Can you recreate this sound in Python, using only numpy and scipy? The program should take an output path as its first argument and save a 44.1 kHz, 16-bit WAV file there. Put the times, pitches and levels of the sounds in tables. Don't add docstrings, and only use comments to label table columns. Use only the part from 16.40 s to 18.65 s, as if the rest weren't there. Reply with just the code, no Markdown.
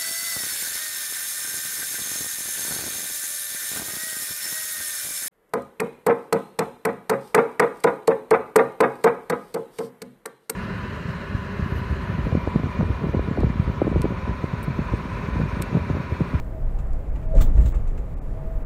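import sys
import numpy as np
from scipy import signal
from scipy.io import wavfile
from scipy.ndimage import uniform_filter1d

SR = 44100
rng = np.random.default_rng(int(sys.argv[2]) if len(sys.argv) > 2 else 0)


def volts(x):
    e = np.asarray(x, float) / 20
    return 10 ** e


def unload_wav(signal):
    wavfile.write(
        sys.argv[1],
        SR,
        np.round(np.clip(np.atleast_2d(signal).T, -1, 1) * 32767).astype(np.int16),
    )


N = 99225
T = np.arange(N) / SR

# frequency [Hz], density [dB per Hz].
ROAR_SPECTRUM = [(80, 2.5), (130, -1.5), (270, -16), (500, -13.5), (800, -22), (1300, -31), (2300, -36),
                 (3200, -71)]
# centre [Hz], width [Hz], level [dB].
CABIN_MODES = [(131, 13.4, -49), (207, 45, -59), (279.7, 11.5, -54.5), (492, 23, -56), (640, 29, -61.5),
               (1190, 61, -66)]
# centre [Hz], width [Hz], level [dB].
BODY_MODES = [(14.3, 14.2, 0.5), (26.42, 8, 2), (48.1, 13.7, 0), (69.1, 13, -9)]
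# time [s], level of the body shake [dB].
ROUGHNESS = [(0, -31), (.32, -30.5), (.45, -30.5), (.62, -27.5), (.79, -26.5), (.9, -28), (1.3, -35.5),
             (1.42, -33), (1.54, -37), (1.67, -34), (1.9, -32.5), (2.05, -31.5), (2.25, -33)]
# time [s], frequency [Hz], level [dB].
TREAD_WHINE = [(0, 640, -59), (.17, 647, -48), (0.401, 644.5, -63), (.53, 631.6, -50.5), (.75, 635, -60.5),
               (.9, 640, -45.5), (1.2, 633.6, -54.5), (1.4, 647.6, -55.5), (1.7, 646, -56.5),
               (1.82, 642, -63), (1.92, 640, -51.5), (2.12, 647, -51.5), (2.25, 638, -57.5)]
# centre [Hz], width [Hz], level [dB].
AIR_BANDS = [(3170, 540, -100), (7360, 1400, -77.5), (10700, 4000, -77.5), (14400, 2500, -74)]
# time [s], peak level [dB].
TICK_TIMES = [
    (0.0458, -47),
    (0.3222, -52),
    (0.4708, -51),
    (0.5322, -38),
    (0.6035, -50),
    (0.6843, -53),
    (0.9517, -42),
    (0.9667, -36),
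    (1.1358, -48.5),
]
# centre [Hz], width [Hz], level [dB].
TICK_MODES = [(4870, 1500, -5), (6000, 710, -15), (7200, 760, 3), (8800, 1300, -11), (13500, 1600, -15)]
# crest time [s], crest level [dB], frequency [Hz], rise [s], T60 [s].
BODY_BOOMS = [(0.878, -19, 28.4, 0.058, 0.26), (.919, -14.5, 30, 0.015, 0.16),
              (0.954, -13, 49.6, 0.01, 0.044), (.985, -1, 35.6, 0.019, 0.13),
              (1.011, -14, 72.6, 0.015, 0.16), (1.03, -7.5, 22.7, 0.029, 0.16), (1.08, -10, 25, 0.03, 0.86),
              (1.157, -10, 55.5, .012, 0.1), (1.194, -4, 53.5, 0.014, 0.21), (1.4, -24, 100, 0.0071, 0.19),
              (1.262, -9, 55, 0.0067, 0.22), (1.308, -18.5, 27.1, 0.031, 0.81),
              (1.372, -10, 43.2, 0.017, 0.098), (0.753, -16.5, 48.7, 0.0096, 0.072),
              (1.605, -19.5, 50, 0.021, 0.17), (.527, -13.5, 23.1, 0.023, 0.2),
              (0.2655, -19, 29.06, 0.035, 0.92), (1.497, -18.5, 27.4, 0.072, 0.33),
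              (1.898, -18, 25.5, 0.033, 0.3), (1.278, -25, 120, 0.016, 0.25),
              (2.01, -30.5, 145, 0.038, 0.41), (.103, -24.5, 50, 0.028, 0.25), (.227, -20, 34, .015, 0.1),
              (.22, -31.5, 128, 0.058, 0.27), (.367, -23.5, 36, 0.021, 0.18), (.65, -21, 46, 0.022, .25),
              (1.41, -19, 27, 0.024, 0.24), (1.45, -29, 70, 0.027, 0.43), (1.7, -22.5, 52, 0.019, .2),
              (1.73, -26, 51.2, .04, 0.55), (2.15, -22.5, 44.6, .04, 0.38), (1.1, -16.5, 52, 0.0064, 0.11),
              (.8, -34.5, 140, .04, 0.33), (1.18, -24, 150, .02, .3), (1.56, -29, 75, .03, .3),
              (1.79, -23, 30, .04, .4), (1.75, -30, 72, .03, .3), (.41, -31, 135, .02, .2)]
# peak time [s], level [dB], rise [s], T60 [s], thud relative to rattle [dB].
TRIM_RATTLES = [(0.953, -58, .004, 0.061, -7), (0.971, -60, 0.008, 0.37, 1), (1.012, -43, 0.005, 0.075, 0),
                (1.024, -48, 0.0072, 0.12, -1), (0.986, -56, 0.01, 0.12, 14),
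                (1.049, -70, 0.0037, 0.28, -12), (1.164, -64, 0.02, 0.31, -15),
                (1.183, -66.5, 0.012, 0.25, 17.5), (1.326, -66, 0.005, 0.3, 15),
                (1.228, -61.5, 0.024, 0.37, -13), (1.259, -51.5, .002, 0.13, 4.5),
                (1.285, -62, 0.004, 0.12, -25), (1.347, -63, 0.015, 0.13, 8),
                (1.475, -60.5, 0.0017, 0.15, 4), (1.577, -59.5, 0.0017, 0.11, 9),
                (0.389, -60.5, 0.0022, 0.13, 8.5), (0.76, -65, .006, 0.12, 13),
                (.83, -70.5, 0.0046, .1, 15)]
# peak time [s], level [dB], rise [s], T60 [s].
HARD_KNOCKS = [(.97, -66, .004, .3), (.988, -59, .008, .1), (1.011, -41, .002, 0.11),
               (1.03, -53, .006, 0.11), (1.055, -62, .006, .12), (1.22, -64, .01, .4),
               (1.262, -67, .01, 0.18), (1.283, -60, .01, .13), (1.35, -73, .006, .1),
               (1.58, -72, .006, .15), (.39, -73, .006, .15)]
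# centre [Hz], width [Hz], level [dB].
TRIM_MODES = [(3460, 750, -2), (4760, 1300, -5), (6760, 1700, 6), (7670, 700, 8.5), (8470, 850, 1.5),
              (11500, 10000, -12)]
# centre [Hz], width [Hz], level [dB].
THUD_MODES = [(348, 160, 12), (640, 106, 9), (873, 59, 11), (1197, 230, 3.5), (1754, 700, -3.5),
              (2670, 700, -6.5)]
# centre [Hz], width [Hz], level [dB].
SHELL_MODES = [(3420, 800, 4), (4280, 800, -2), (9200, 520, -23), (13000, 680, -7)]
# centre [Hz], width [Hz], level [dB].
TOP_MODES = [(10800, 700, -8), (13500, 620, -1), (14500, 900, -2), (15400, 700, 4)]
# centre [Hz], width [Hz], level [dB].
METAL_MODES = [(2935, 60, -1), (3400, 60, 5), (3547, 60, 5), (4500, 60, -3), (7600, 80, 1), (8350, 70, -1),
               (10800, 150, -7), (13500, 180, 2), (15330, 150, 2)]
# time [s], level [dB], ring
# frequency [Hz].
SLAPS_AND_KNOCKS = [(.938, -22.5, 547), (.95, -20.5, 517), (1.15, -33, 445), (1.172, -33, 510),
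                    (.998, -34.5, 520), (1.005, -33.5, 1200), (1.012, -41, 1560), (0.97, -33.5, 630),
                    (.602, -36.5, 540), (.75, -37, 250), (1, -32, 340), (1.017, -32, 740), (1.04, -31, 238),
                    (1.191, -30, 264), (1.215, -28, 225), (1.345, -39, 496)]
# peak time [s], level [dB], rise [s], T60 [s].
SHUDDER_TIMES = [
    (0.97, -24, 0.023, 0.7),
    (1.1854, -25, 0.024, 0.34),
    (1.25, -38.5, 0.017, 0.23),
    (1.4, -37, 0.0122, 0.22),
    (1.05, -36.5, 0.019, 0.24),
    (0.92, -38, 0.015, 0.16),
    (1.09, -36, 0.018, 0.47),
]
# centre [Hz], width [Hz], level [dB].
CHASSIS_MODES = [(98.4, 42, 6.5), (174.4, 59, -3.5), (258.5, 59, -6), (476, 184, -17), (900, 350, -26.5),
                 (1860, 930, -38)]
# middle [s], half length [s].
TREBLE_GAPS = [(.248, .009), (.712, .008), (.877, .01), (1.199, .006), (1.336, .008), (1.757, .009),
               (1.805, .01), (2.248, .011)]
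# middle [s], half length [s].
TOP_GAPS = [(.265, .035), (.35, .02), (.45, .03), (.54, .04), (.68, .035), (.79, .015), (.905, .055),
            (1.13, .04), (1.37, .012), (1.485, .06), (1.65, .035), (1.78, .04), (1.9, .05), (2.0, .015)]
# middle [s], frequency [Hz], level [dB].
GAP_TONES = [(.246, 3250, -72), (.875, 2600, -70), (1.2, 7850, -65), (1.334, 7200, -67)]


def unit(x):
    return x / np.sqrt(np.mean(x ** 2))


def noise():
    return rng.standard_normal(N)


def band(x, hz, width):
    return signal.lfilter(*signal.iirpeak(min(hz, SR / 2.2), hz / width, fs=SR), x)


def body_of(x, modes):
    out = 0
    for k, (hz, width, db) in enumerate(modes):
        out = out + (-1) ** k * volts(db) * band(band(x, hz, width), hz, width * 2)
    return out


def steady(modes):
    led_in = np.tile(noise(), 2)[N // 2:]
    return unit(body_of(led_in, modes)[-N:])


def walk(rate):
    hold = int(SR / rate)
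    levels = np.repeat(rng.standard_normal(N // hold + 1), hold)
    return 1.3 * uniform_filter1d(uniform_filter1d(levels, hold), hold)[:N]


def swell(at, rise, t60):
    d = T - at
    growth = np.exp(-(np.minimum(d, 0) / rise) ** 2)
    decay = volts(-60 * np.maximum(d, 0) / t60)
    return np.where(d < 0, growth, decay)


def swells(events):
    return sum(volts(db) * swell(s, rise, t60) for s, db, rise, t60 in events)


def duck(x, hz, db):
    treble = signal.sosfiltfilt(signal.butter(8, hz, "high", fs=SR, output="sos"), x)
    return x - treble * (1 - volts(db))


def tyre_roar():
    swell_db, flicker_db = .3, 1.12
    slow = walk(2.6)
    table_hz, table_db = np.array(ROAR_SPECTRUM).T
    out = 0
    for hz in 85 * 2 ** np.arange(0, 5.3, .4):
        db = np.interp(np.log(hz), np.log(table_hz), table_db)
        db = db + swell_db * slow + flicker_db * walk(14)
        out = out + volts(db) * band(band(noise(), hz, hz / 2), hz, hz / 2)
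    return volts(-37) * duck(unit(out), 2550, -4)


def cabin_ring():
    flicker_db = 1.5
    return sum(volts(db + flicker_db * walk(7.87)) * unit(band(noise(), hz, width))
               for hz, width, db in CABIN_MODES)


def road():
    rough_db = uniform_filter1d(np.interp(T, *np.array(ROUGHNESS).T), size=2000)
    roar = tyre_roar() + cabin_ring()
    shake = sum(volts(db) * steady([(hz, width, 0)]) for hz, width, db in BODY_MODES)
    roar_follow = 0.061
    roar_gain = volts(roar_follow * (rough_db - rough_db.mean()))
    return volts(rough_db - 2.0) * shake + roar_gain * roar


def whine():
    wobble_hz, flicker_db = 7, 4
    s, hz, db = np.array(TREAD_WHINE).T
    turns = np.cumsum(np.interp(T, s, hz) + wobble_hz * walk(24.96)) / SR
    level = volts(np.interp(T, s, db) + flicker_db * walk(12))
    return level * np.sqrt(2) * np.sin(2 * np.pi * turns)


def air_hiss():
    flicker_db = .8
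    hiss = sum(volts(db) * steady([(hz, width, 0)]) for hz, width, db in AIR_BANDS)
    return volts(flicker_db * walk(9.1)) * hiss


def ticks():
    rise_s, t60_s = .0004, 0.0074
    taps = sum(volts(db - 11.5) * swell(s + 0.0012, rise_s, t60_s) for s, db in TICK_TIMES)
    return steady(TICK_MODES) * taps


def body_booms():
    return sum(volts(db) * swell(s, rise, t60) * np.cos(2 * np.pi * hz * (T - s))
               for s, db, hz, rise, t60 in BODY_BOOMS)


def trim_contacts():
    contacts_per_s, spread_db = 14000, 1
    struck = rng.random(N) < contacts_per_s / SR
    return struck * volts(spread_db * rng.exponential(size=N)) * np.sign(noise())


def trim_rattle():
    hits = trim_contacts()
    scale = 1 / np.sqrt(np.mean(body_of(hits, TRIM_MODES) ** 2))
    shake = swells([(s, db, rise, t60) for s, db, rise, t60, _ in TRIM_RATTLES])
    thud = swells([(s, db + thud_db, rise, t60) for s, db, rise, t60, thud_db in TRIM_RATTLES])
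    blow = volts(-32) * swell(1.012, 0.004, .1)
    rattle = body_of(shake * hits, TRIM_MODES)
    shell = volts(3) * body_of(shake * rng.permutation(hits), SHELL_MODES)
    bright = volts(5.5) * body_of(swells(HARD_KNOCKS) * hits, TOP_MODES)
    metal = body_of(blow * hits, METAL_MODES)
    dull = volts(10.5) * body_of(thud * hits, THUD_MODES)
    return scale * (rattle + shell + bright + metal + dull)


def slaps_and_knocks():
    rise_s, t60_s, partner_ratio, partner_db = 0.0026, .05, .87, -6
    out = 0
    for s, db, hz in SLAPS_AND_KNOCKS:
        phase = 2 * np.pi * hz * (T - s)
        tone = np.sin(phase) + volts(partner_db) * np.sin(phase * partner_ratio)
        out = out + volts(db) * swell(s + 0.004, rise_s, t60_s) * tone
    return out


def chassis_shudder():
    return swells(SHUDDER_TIMES) * unit(body_of(noise(), CHASSIS_MODES))


def scene():
    surroundings = road() + whine() + air_hiss()
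    loose_parts = ticks() + trim_rattle()
    strip = body_booms() + slaps_and_knocks() + chassis_shudder()
    return (surroundings + loose_parts + strip)[None]


def top_cut(x):
    return signal.sosfilt(signal.butter(12, 15970, fs=SR, output="sos"), x)


def record(dry):
    x = np.tanh(dry)
    x = signal.sosfilt(signal.ellip(10, .3, 70, 15700, fs=SR, output="sos"), x)
    gap = sum(np.exp(-((T - s) / half_s) ** 4) for s, half_s in TREBLE_GAPS)
    lid = sum(np.exp(-((T - s) / half_s) ** 4) for s, half_s in TOP_GAPS)
    tone_half_s = .016
    kept = sum(volts(db) * np.exp(-((T - s) / tone_half_s) ** 4) * np.sin(2 * np.pi * hz * T)
               for s, hz, db in GAP_TONES)
    x = duck(x, 2600, -19 * gap)
    x = duck(x, 14000, -34 * lid)
    return top_cut(x + kept)


dry = scene()
out = record(dry)
unload_wav(out)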